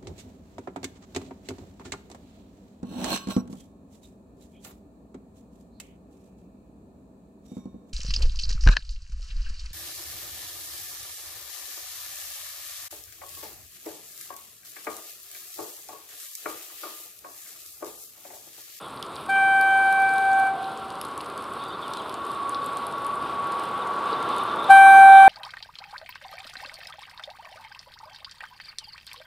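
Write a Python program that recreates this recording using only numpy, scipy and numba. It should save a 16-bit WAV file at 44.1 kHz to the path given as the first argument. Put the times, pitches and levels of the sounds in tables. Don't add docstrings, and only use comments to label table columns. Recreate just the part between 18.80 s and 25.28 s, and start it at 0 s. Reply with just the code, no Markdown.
import sys
import numpy as np
from scipy import signal
from scipy.io import wavfile
from scipy.ndimage import uniform_filter1d
from numba import njit

SR = 44100
rng = np.random.default_rng(int(sys.argv[2]) if len(sys.argv) > 2 else 0)


def to_linear_factor(level_db):
    exponent = np.asarray(level_db, float) / 20
    return 10 ** exponent


def put_to_file(sound):
    columns = np.atleast_2d(sound).T
    safe = np.clip(columns, -1, 1)
    whole_steps = np.round(safe * 32767)
    wavfile.write(sys.argv[1], SR, whole_steps.astype(np.int16))


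N = 285768
T = np.arange(N) / SR


@njit
def svf(x, hz, width):
    y, b, l = np.empty(len(x)), 0., 0.
    g, k = np.tan(np.pi * hz / SR), width / hz
    for i in range(len(x)):
        v = (b + g * (x[i] - l)) / (1 + g * (g + k))
        b, l, y[i] = 2 * v - b, l + 2 * g * v, k * v
    return y


def walk(rate):
    hold = int(SR / 32 / rate)
    steps = np.repeat(rng.standard_normal(N // 32 // hold + 2), hold)
    coarse = uniform_filter1d(uniform_filter1d(steps, hold), hold)
    return 1.3 * np.interp(T, np.arange(len(coarse)) * 32 / SR, coarse)


def track(*tables):
    s, *columns = np.transpose(np.concatenate(tables))
    gate = sum((T >= rows[0][0]) & (T <= rows[-1][0] + .04) for rows in tables)
    return [np.interp(T, s, c) for c in columns], uniform_filter1d(1. * gate, size=200)


def on_log(table, hz):
    f, value = np.transpose(table)
    return np.interp(np.log(hz), np.log(f), value)


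def partial(phase, db, flutter_db, flutter_rate, side_db=-24):
    wave = np.sin(phase + 0.033 * flutter_db * walk(flutter_rate))
    side = to_linear_factor(side_db + 1.1 * walk(6)) * np.sin(phase + 2.23 * walk(8.2))
    gain = np.sqrt(2) * to_linear_factor(db + flutter_db * walk(flutter_rate))
    return gain * np.array([wave + side, wave - side])


def tick(hz, width, decay_s, length=600):
    age = np.arange(length) / (decay_s * SR)
    y = rng.standard_normal(length) * age * np.exp(-age)
    for _ in range(3):
        y = svf(y, 1. * hz, 1. * width)
    return y / np.max(np.abs(y))


def add(out, s, sound, pan_db):
    i = int(s * SR)
    n = min(len(sound), N - i)
    out[:, i:i + n] += sound[:n] * to_linear_factor(np.array([[pan_db], [-pan_db]]) / 2)


def horn():
    # (time [s], level [dB])
    pressure = [
        [(.474, -43), (.493, -3.5), (.56, 1), (.72, 0.5), (.95, 2), (1.4, 0.5), (1.6, 1), (1.8, 1.5)],
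        [(5.88, -38), (5.89, -20), (5.904, -1), (5.95, -0.5), (6.17, 0), (6.29, 0.5), (6.39, 1.5), (6.48, 2.5)],
    ]
    # (time [s], frequency [Hz])
    reed = [(0.5, 780.0), (0.65, 778.0), (0.85, 776.1), (0.95, 775.8), (1.6, 775.9), (1.75, 773),
            (2.3, 772), (5.88, 780.8), (5.98, 780.4), (6.2, 779.2), (6.48, 777.8)]
    # (multiple [1], far level [dB], far slope [dB/s], near level [dB], near slope [dB/s])
    strong = [(1, -25, -2.5, -8.5, 2.5), (2, -21, -5.5, -11.5, -13.5), (3, -30.5, -9, -25, -4),
              (4, -40.5, -19, -38, -14.5), (11, -57.5, -3.5, -48.5, -12.5)]
    # (multiple [1], far level over the 11th [dB], near level over the 11th [dB])
    buzz = [(5, 0.5, 9), (6, -6, -5.5), (7, -20, -11), (8, -9.5, -3), (9, -10, -9), (10, -6, -0.5),
            (11, 1.5, 3.5), (12, -3, 5), (13, -5, 2.5), (14, -8, 1.5), (15, -10, -3.5), (16, -17, -6),
            (17, -21, -9.5), (18, -24, -16.5), (19, -20, -14), (20, -26, -32)]
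    # (far level [dB], near level [dB])
    jet_db = [3, 8]

    (pressure_db,), gate = track(*pressure)
    phase = 2 * np.pi * np.cumsum(np.interp(T, *np.transpose(reed))) / SR
    far_start, near_start = pressure[0][0][0], pressure[1][0][0]
    near = T > near_start
    age = T - np.where(near, near_start, far_start)

    kick_db = 5 * np.exp(-np.maximum(age - .025, 0) / 0.027)
    levels = []
    for k, far_db, far_slope, near_db, near_slope in strong:
        if k == 1:
            drive_db, stop_s = pressure_db + kick_db, 1.622
        else:
            drive_db, stop_s = np.interp(T - .004, T, pressure_db), 1.68
        release_db = 340 * np.clip(T - stop_s, 0, .5)
        far_level = far_db + far_slope * age - release_db
        levels.append(drive_db + np.where(near, near_db + near_slope * age, far_level))
    first_db, second_db, third_db, fourth_db, high_db = levels

    out = partial(phase, first_db, np.where(near, .5, 1.3), 16, side_db=-21)
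    out += partial(2 * phase - .15, second_db, .4, 25, side_db=-28)
    out += partial(3 * phase, third_db, 1.4, 14, side_db=-37.5)
    out += partial(4 * phase, fourth_db, 2.2, 19, side_db=-36)
    for k, far_db, near_db in buzz:
        level_db = high_db + np.where(near, near_db, far_db)
        out += partial(k * phase, level_db, np.where(near, 2.4, 1.4), 22)

    hiss = svf(svf(rng.standard_normal(N), 9800., 6000.), 9800., 6000.)
    out += to_linear_factor(high_db + np.where(near, jet_db[1], jet_db[0])) * hiss
    return out * gate + wall_reflections(phase, first_db, second_db, gate, near)


def wall_reflections(phase, first_db, second_db, gate, near):
    # (delay [s], level [dB], lowering [Hz])
    walls = [(.13132, -3.9, .427), (.15012, -6.5, .762), (.25766, -8, 2.157), (.56065, -14, 3.282),
             (.0996, -17, 7.2)]
    out = 0
    for delay, db, lowered_hz in walls:
        late_gate, late_phase = np.interp(T - delay, T, gate), np.interp(T - delay, T, phase)
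        path_phase = late_phase - 2 * np.pi * lowered_hz * (T - 1)
        for k, source_db in ((1, first_db), (2, second_db)):
            level_db = np.interp(T - delay, T, source_db - 14 * near) + db
            level_db = level_db - 17 * (k - 1)
            out = out + late_gate * partial(k * path_phase, level_db, 1.2, 18, side_db=-20)
    return out


def valve():
    # (time [s], peak level [dB])
    openings = [
        (0.489, -40),
        (5.897, -31),
    ]
    out = np.zeros((2, N))
    for s, db in openings:
        spit = tick(9000, 6000, .008, length=3000) + tick(4000, 2500, .008, length=3000)
        add(out, s, to_linear_factor(db) * spit, 0)
    return out


def horn_echo():
    # (time [s], frequency [Hz], first partial level [dB], second partial level [dB])
    returns = [
        [(0.65, 693, -58, -60), (0.85, 693, -48, -54), (1.3, 693, -49, -54), (1.75, 693, -43, -52),
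         (1.9, 692, -48, -54), (2.2, 692, -58, -62)],
        [(5.97, 692, -60, -60), (6.05, 692, -40, -41), (6.25, 692.5, -37, -43), (6.46, 693, -35, -42)],
    ]
    # (time [s], frequency [Hz], level [dB])
    last_breath = [(1.58, 737, -38), (1.64, 740, -32.5), (1.72, 735, -47), (1.8, 720, -38),
                   (1.86, 746, -58)]
    (hz, first_db, second_db), gate = track(*returns)
    phase = 2 * np.pi * np.cumsum(hz) / SR
    first = partial(phase, first_db, 3.5, 25, side_db=-20)
    out = gate * (first + partial(2 * phase, second_db, 3.5, 25))
    (hz, db), gate = track(last_breath)
    return out + gate * partial(2 * np.pi * np.cumsum(hz) / SR, db, 3.0, 20.0)


def gears():
    # (time [s], level [dB])
    first_load = [(1.95, -64), (2.25, -39), (2.45, -43.5), (2.85, -39), (2.95, -54), (3.15, -39),
                  (3.33, -48), (3.5, -35), (3.87, -30), (4.08, -39), (4.3, -28.5), (4.5, -35.5),
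                  (4.65, -27.5), (4.9, -32.5), (5.1, -29), (5.55, -35), (6.0, -35), (6.48, -39)]
    # (time [s], level [dB])
    second_load = [(2.7, -51), (2.85, -39), (3.05, -54), (3.38, -54), (3.45, -36), (3.95, -40), (4.1, -43),
                   (4.35, -34.5), (4.55, -44), (5.5, -36), (5.7, -32), (5.87, -38), (5.97, -49),
                   (6.46, -42)]
    # (time [s], frequency [Hz])
    second_mesh = [(2.7, 1146), (3.45, 1149), (5.2, 1149), (5.3, 1165), (5.7, 1170), (5.85, 1177),
                   (6.48, 1185)]
    first_hz = 1086.5 + 8.6 * T
    second_hz = np.interp(T, *np.transpose(second_mesh))
    out = 0
    for hz, load in ((first_hz, first_load), (second_hz, second_load)):
        (db,), gate = track(load)
        out = out + gate * partial(2 * np.pi * np.cumsum(hz) / SR, db, 1.37, 16, side_db=-19.5)
    return out


def roar():
    # (time [s], level [dB])
    approach = [(0, -8), (1.0, -4.5), (2.2, -5), (2.9, -3.5), (3.45, -3), (4.1, -2), (4.63, 0.5),
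                (5.0, 1.5), (5.4, 4), (5.9, 4), (6.48, 5.5)]
    share = [0.54, 1.0, 0.77, 0.09]
    centre_hz = [300, 950, 3500, 9700]
    # (frequency [Hz], level [dB per Hz])
    colour = [(25, -40), (76, -20.5), (185, -15), (400, -9), (700, -11.5), (1100, -4.5), (1450, -13),
              (1750, -26), (3600, -22.5), (4900, -34), (6600, -61), (8600, -34), (11500, -45), (15500, -51)]
    # (frequency [Hz], side minus mid level [dB])
    side_colour = [(60, -20), (110, -32), (200, -48), (380, -40), (700, -24), (1290, -34), (2380, -34),
                   (4400, -20), (8120, -10.5), (15000, -37)]
    # (frequency [Hz], level over the roar [dB])
    hums = [(425, -18), (917, -32), (1110, 1.5), (1270, -45.5), (1365, -0.5)]

    swing = np.outer(share, np.interp(T, *np.transpose(approach)))
    out, shared = 0, walk(14)
    for hz in 28 * 2 ** np.arange(0, 9.2, 1 / 6):
        place = np.interp(np.log(hz), np.log(centre_hz), np.arange(4))
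        low = min(int(place), 2)
        db = swing[low] + (place - low) * (swing[low + 1] - swing[low]) + on_log(colour, hz)
        db = db - .5 * swing[0] * (hz < 160)
        db = db + 1.0 * walk(9) + 1.5 * shared * (hz > 2500)
        mid, side = rng.standard_normal((2, N))
        for _ in range(3):
            mid, side = svf(mid, hz, hz / 4), svf(side, hz, hz / 4)
        side = to_linear_factor(on_log(side_colour, hz)) * side
        out = out + to_linear_factor(db) * np.array([mid + side, mid - side])
    for hz, db in hums:
        out = out + to_linear_factor(db + swing[1] - 1.5) * svf(rng.standard_normal(N), 1. * hz, 26.0)
    return out * to_linear_factor(-13.5)


def rail_joint():
    # (time [s], peak level [dB], frequency [Hz])
    knock = (5.322, -22, 410)
    s, db, hz = knock
    out = np.zeros((2, N))
    add(out, s, to_linear_factor(db) * tick(hz, 420, 0.0042, length=1500), 0)
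    return out


def rain():
    # (time [s], peak level [dB], low part level [dB])
    loud_drops = [(0.163, -39, -4), (0.2259, -31.5, 6), (0.3566, -35, -1), (0.8116, -27, -2.5),
                  (0.9757, -34, -22), (1.126, -28, -2), (1.2196, -33.5, -9), (1.3369, -32, -20),
                  (1.3818, -28.5, -3.5), (1.5309, -33, -6), (1.9745, -35.5, -1), (2.1031, -36.5, 5.5),
                  (2.2134, -22.5, -3.5), (2.2498, -33, -2), (2.3775, -30, -9), (2.4627, -38, 1),
                  (2.577, -33, -4), (3.1352, -31.5, 3), (3.1712, -33, 4.5), (3.2945, -35, 4),
                  (3.3413, -33.5, 1), (3.6935, -25.5, -26), (3.8611, -27.5, -24), (3.971, -29, -18),
                  (4.0672, -27, -8), (4.2657, -29.5, -5), (5.5643, -32, -11), (5.5822, -32.5, -15),
                  (5.6351, -32, -17), (5.7595, -36.5, -6)]
    # (time [s], peak level [dB])
    more_drops = [(0.264, -40), (0.4623, -37), (1.0505, -43), (1.2012, -36), (1.292, -35.5), (1.598, -35.5),
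                  (1.6696, -38), (2.154, -38), (2.411, -30), (2.4997, -36), (2.6239, -39), (2.641, -36),
                  (2.7359, -37), (3.08, -35), (3.466, -38), (3.5159, -35), (3.8432, -36), (3.933, -41),
                  (4.124, -39), (4.2462, -37), (4.3435, -42), (4.4248, -40), (4.7207, -35), (4.796, -35),
                  (4.8369, -36), (5.0714, -39), (5.4273, -36), (5.4897, -36), (5.8306, -42), (5.843, -33)]
    # (time [s], peak level [dB], frequency [Hz])
    drips = [(0.173, -35.5, 3970), (0.2257, -21.5, 3470), (0.3634, -31, 3820), (1.842, -35, 3810),
             (1.857, -43, 2480), (2.4053, -30, 3330), (3.1363, -29, 4250), (3.7456, -23, 3860),
             (5.3293, -28, 3800)]

    out = np.zeros((2, N))
    stray = rng.random((40, 3)) * [N / SR, 6.5, 14] + [0, -45, -8]
    middling = [(s, db, -1.5) for s, db in more_drops]
    for s, db, low_db in [*loud_drops, *middling, *stray]:
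        bright = tick(9400 + 700 * rng.standard_normal(), 6000, 0.00056)
        dull = tick(3800, 3200, 0.00066)
        add(out, s, to_linear_factor(db) * (bright + to_linear_factor(low_db) * dull), -.6)
    for s, db, hz in drips:
        add(out, s, to_linear_factor(db) * tick(hz, 1900, 0.00078), -.4)
    for when, size, pitch in rng.random((1000, 3)):
        patter_db = -53 - 3.5 * np.log(size + 1e-2)
        add(out, when * N / SR, to_linear_factor(patter_db) * tick(7800 + 2600 * pitch, 6000, .0004), -.6)

    smear = rng.standard_normal((2, 2000)) * np.exp(-np.arange(2000) / (0.036 * SR))
    smear[1] = 0.68 * smear[0] + 0.19 * smear[1]
    return out + to_linear_factor(-39) * signal.fftconvolve(out, smear, axes=1)[:, :N]


def birds():
    # (time [s], length [s], start frequency [Hz], end frequency [Hz], level [dB])
    calls = [(0.04, .05, 3450, 3250, -52), (0.328, .025, 3300, 4200, -52), (0.558, .015, 3100, 2600, -44),
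             (3.0, .09, 3720, 2720, -48), (2.77, .05, 4150, 4650, -55), (2.87, .05, 4550, 4800, -55),
             (2.92, .04, 4450, 4400, -55), (2.9, .04, 2800, 3500, -52), (3.165, .015, 2700, 3100, -46),
             (3.178, .018, 3950, 3950, -44), (3.19, .025, 3550, 2850, -44), (3.81, .03, 3800, 3500, -49),
             (5.01, .035, 3900, 3400, -45), (5.325, .025, 4000, 3800, -42)]
    out = np.zeros((2, N))
    for s, length, start_hz, end_hz, db in calls:
        n = int(length * SR)
        phase = 2 * np.pi * np.cumsum(np.linspace(start_hz, end_hz, n)) / SR
        note = np.sin(phase) * np.sqrt(np.hanning(n))
        add(out, s, to_linear_factor(db) * np.sqrt(2) * note, -.5)
    return out * to_linear_factor(1.5 * walk(80))


def insects():
    # (time [s], level [dB])
    swell = [(0, -56), (2.3, -87.5), (2.85, -49), (3.4, -55.5), (4.2, -55), (4.6, -76), (5.4, -51),
             (6.48, -42.5)]
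    hz, width_hz = 3595., 360.
    band = svf(svf(rng.standard_normal(N), hz, width_hz), hz, width_hz)
    level_db = np.interp(T, *np.transpose(swell)) + 2.9 * walk(45) + 2.0 * walk(8.9)
    return band / np.std(band) * to_linear_factor(level_db)


def ducking(loud):
    threshold_db, slope, settle_s = -11, 0.81, 0.087
    db = 10 * np.log10(uniform_filter1d(np.mean(loud ** 2, axis=0), size=900) + 1e-9)
    keep = np.exp(-1 / (settle_s * SR))
    return to_linear_factor(signal.lfilter([1 - keep], [1, -keep], -slope * np.maximum(db - threshold_db, 0)))


def scene():
    blasts = horn()
    around = ducking(blasts) * (roar() + rain() + insects())
    return blasts + valve() + horn_echo() + gears() + around + rail_joint() + birds()


def roll_off(x):
    return signal.sosfilt(signal.butter(12, 16330, fs=SR, output="sos"), x)


def record(dry):
    fade = np.minimum((T[-1] - T) / 0.00058, 1)
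    clipped = np.clip(dry * fade, -1, 1)
    low_pass = signal.ellip(8, .2, 60, 15750, fs=SR, output="sos")
    return roll_off(signal.sosfilt(low_pass, clipped))


dry = scene()
out = record(dry)
put_to_file(out)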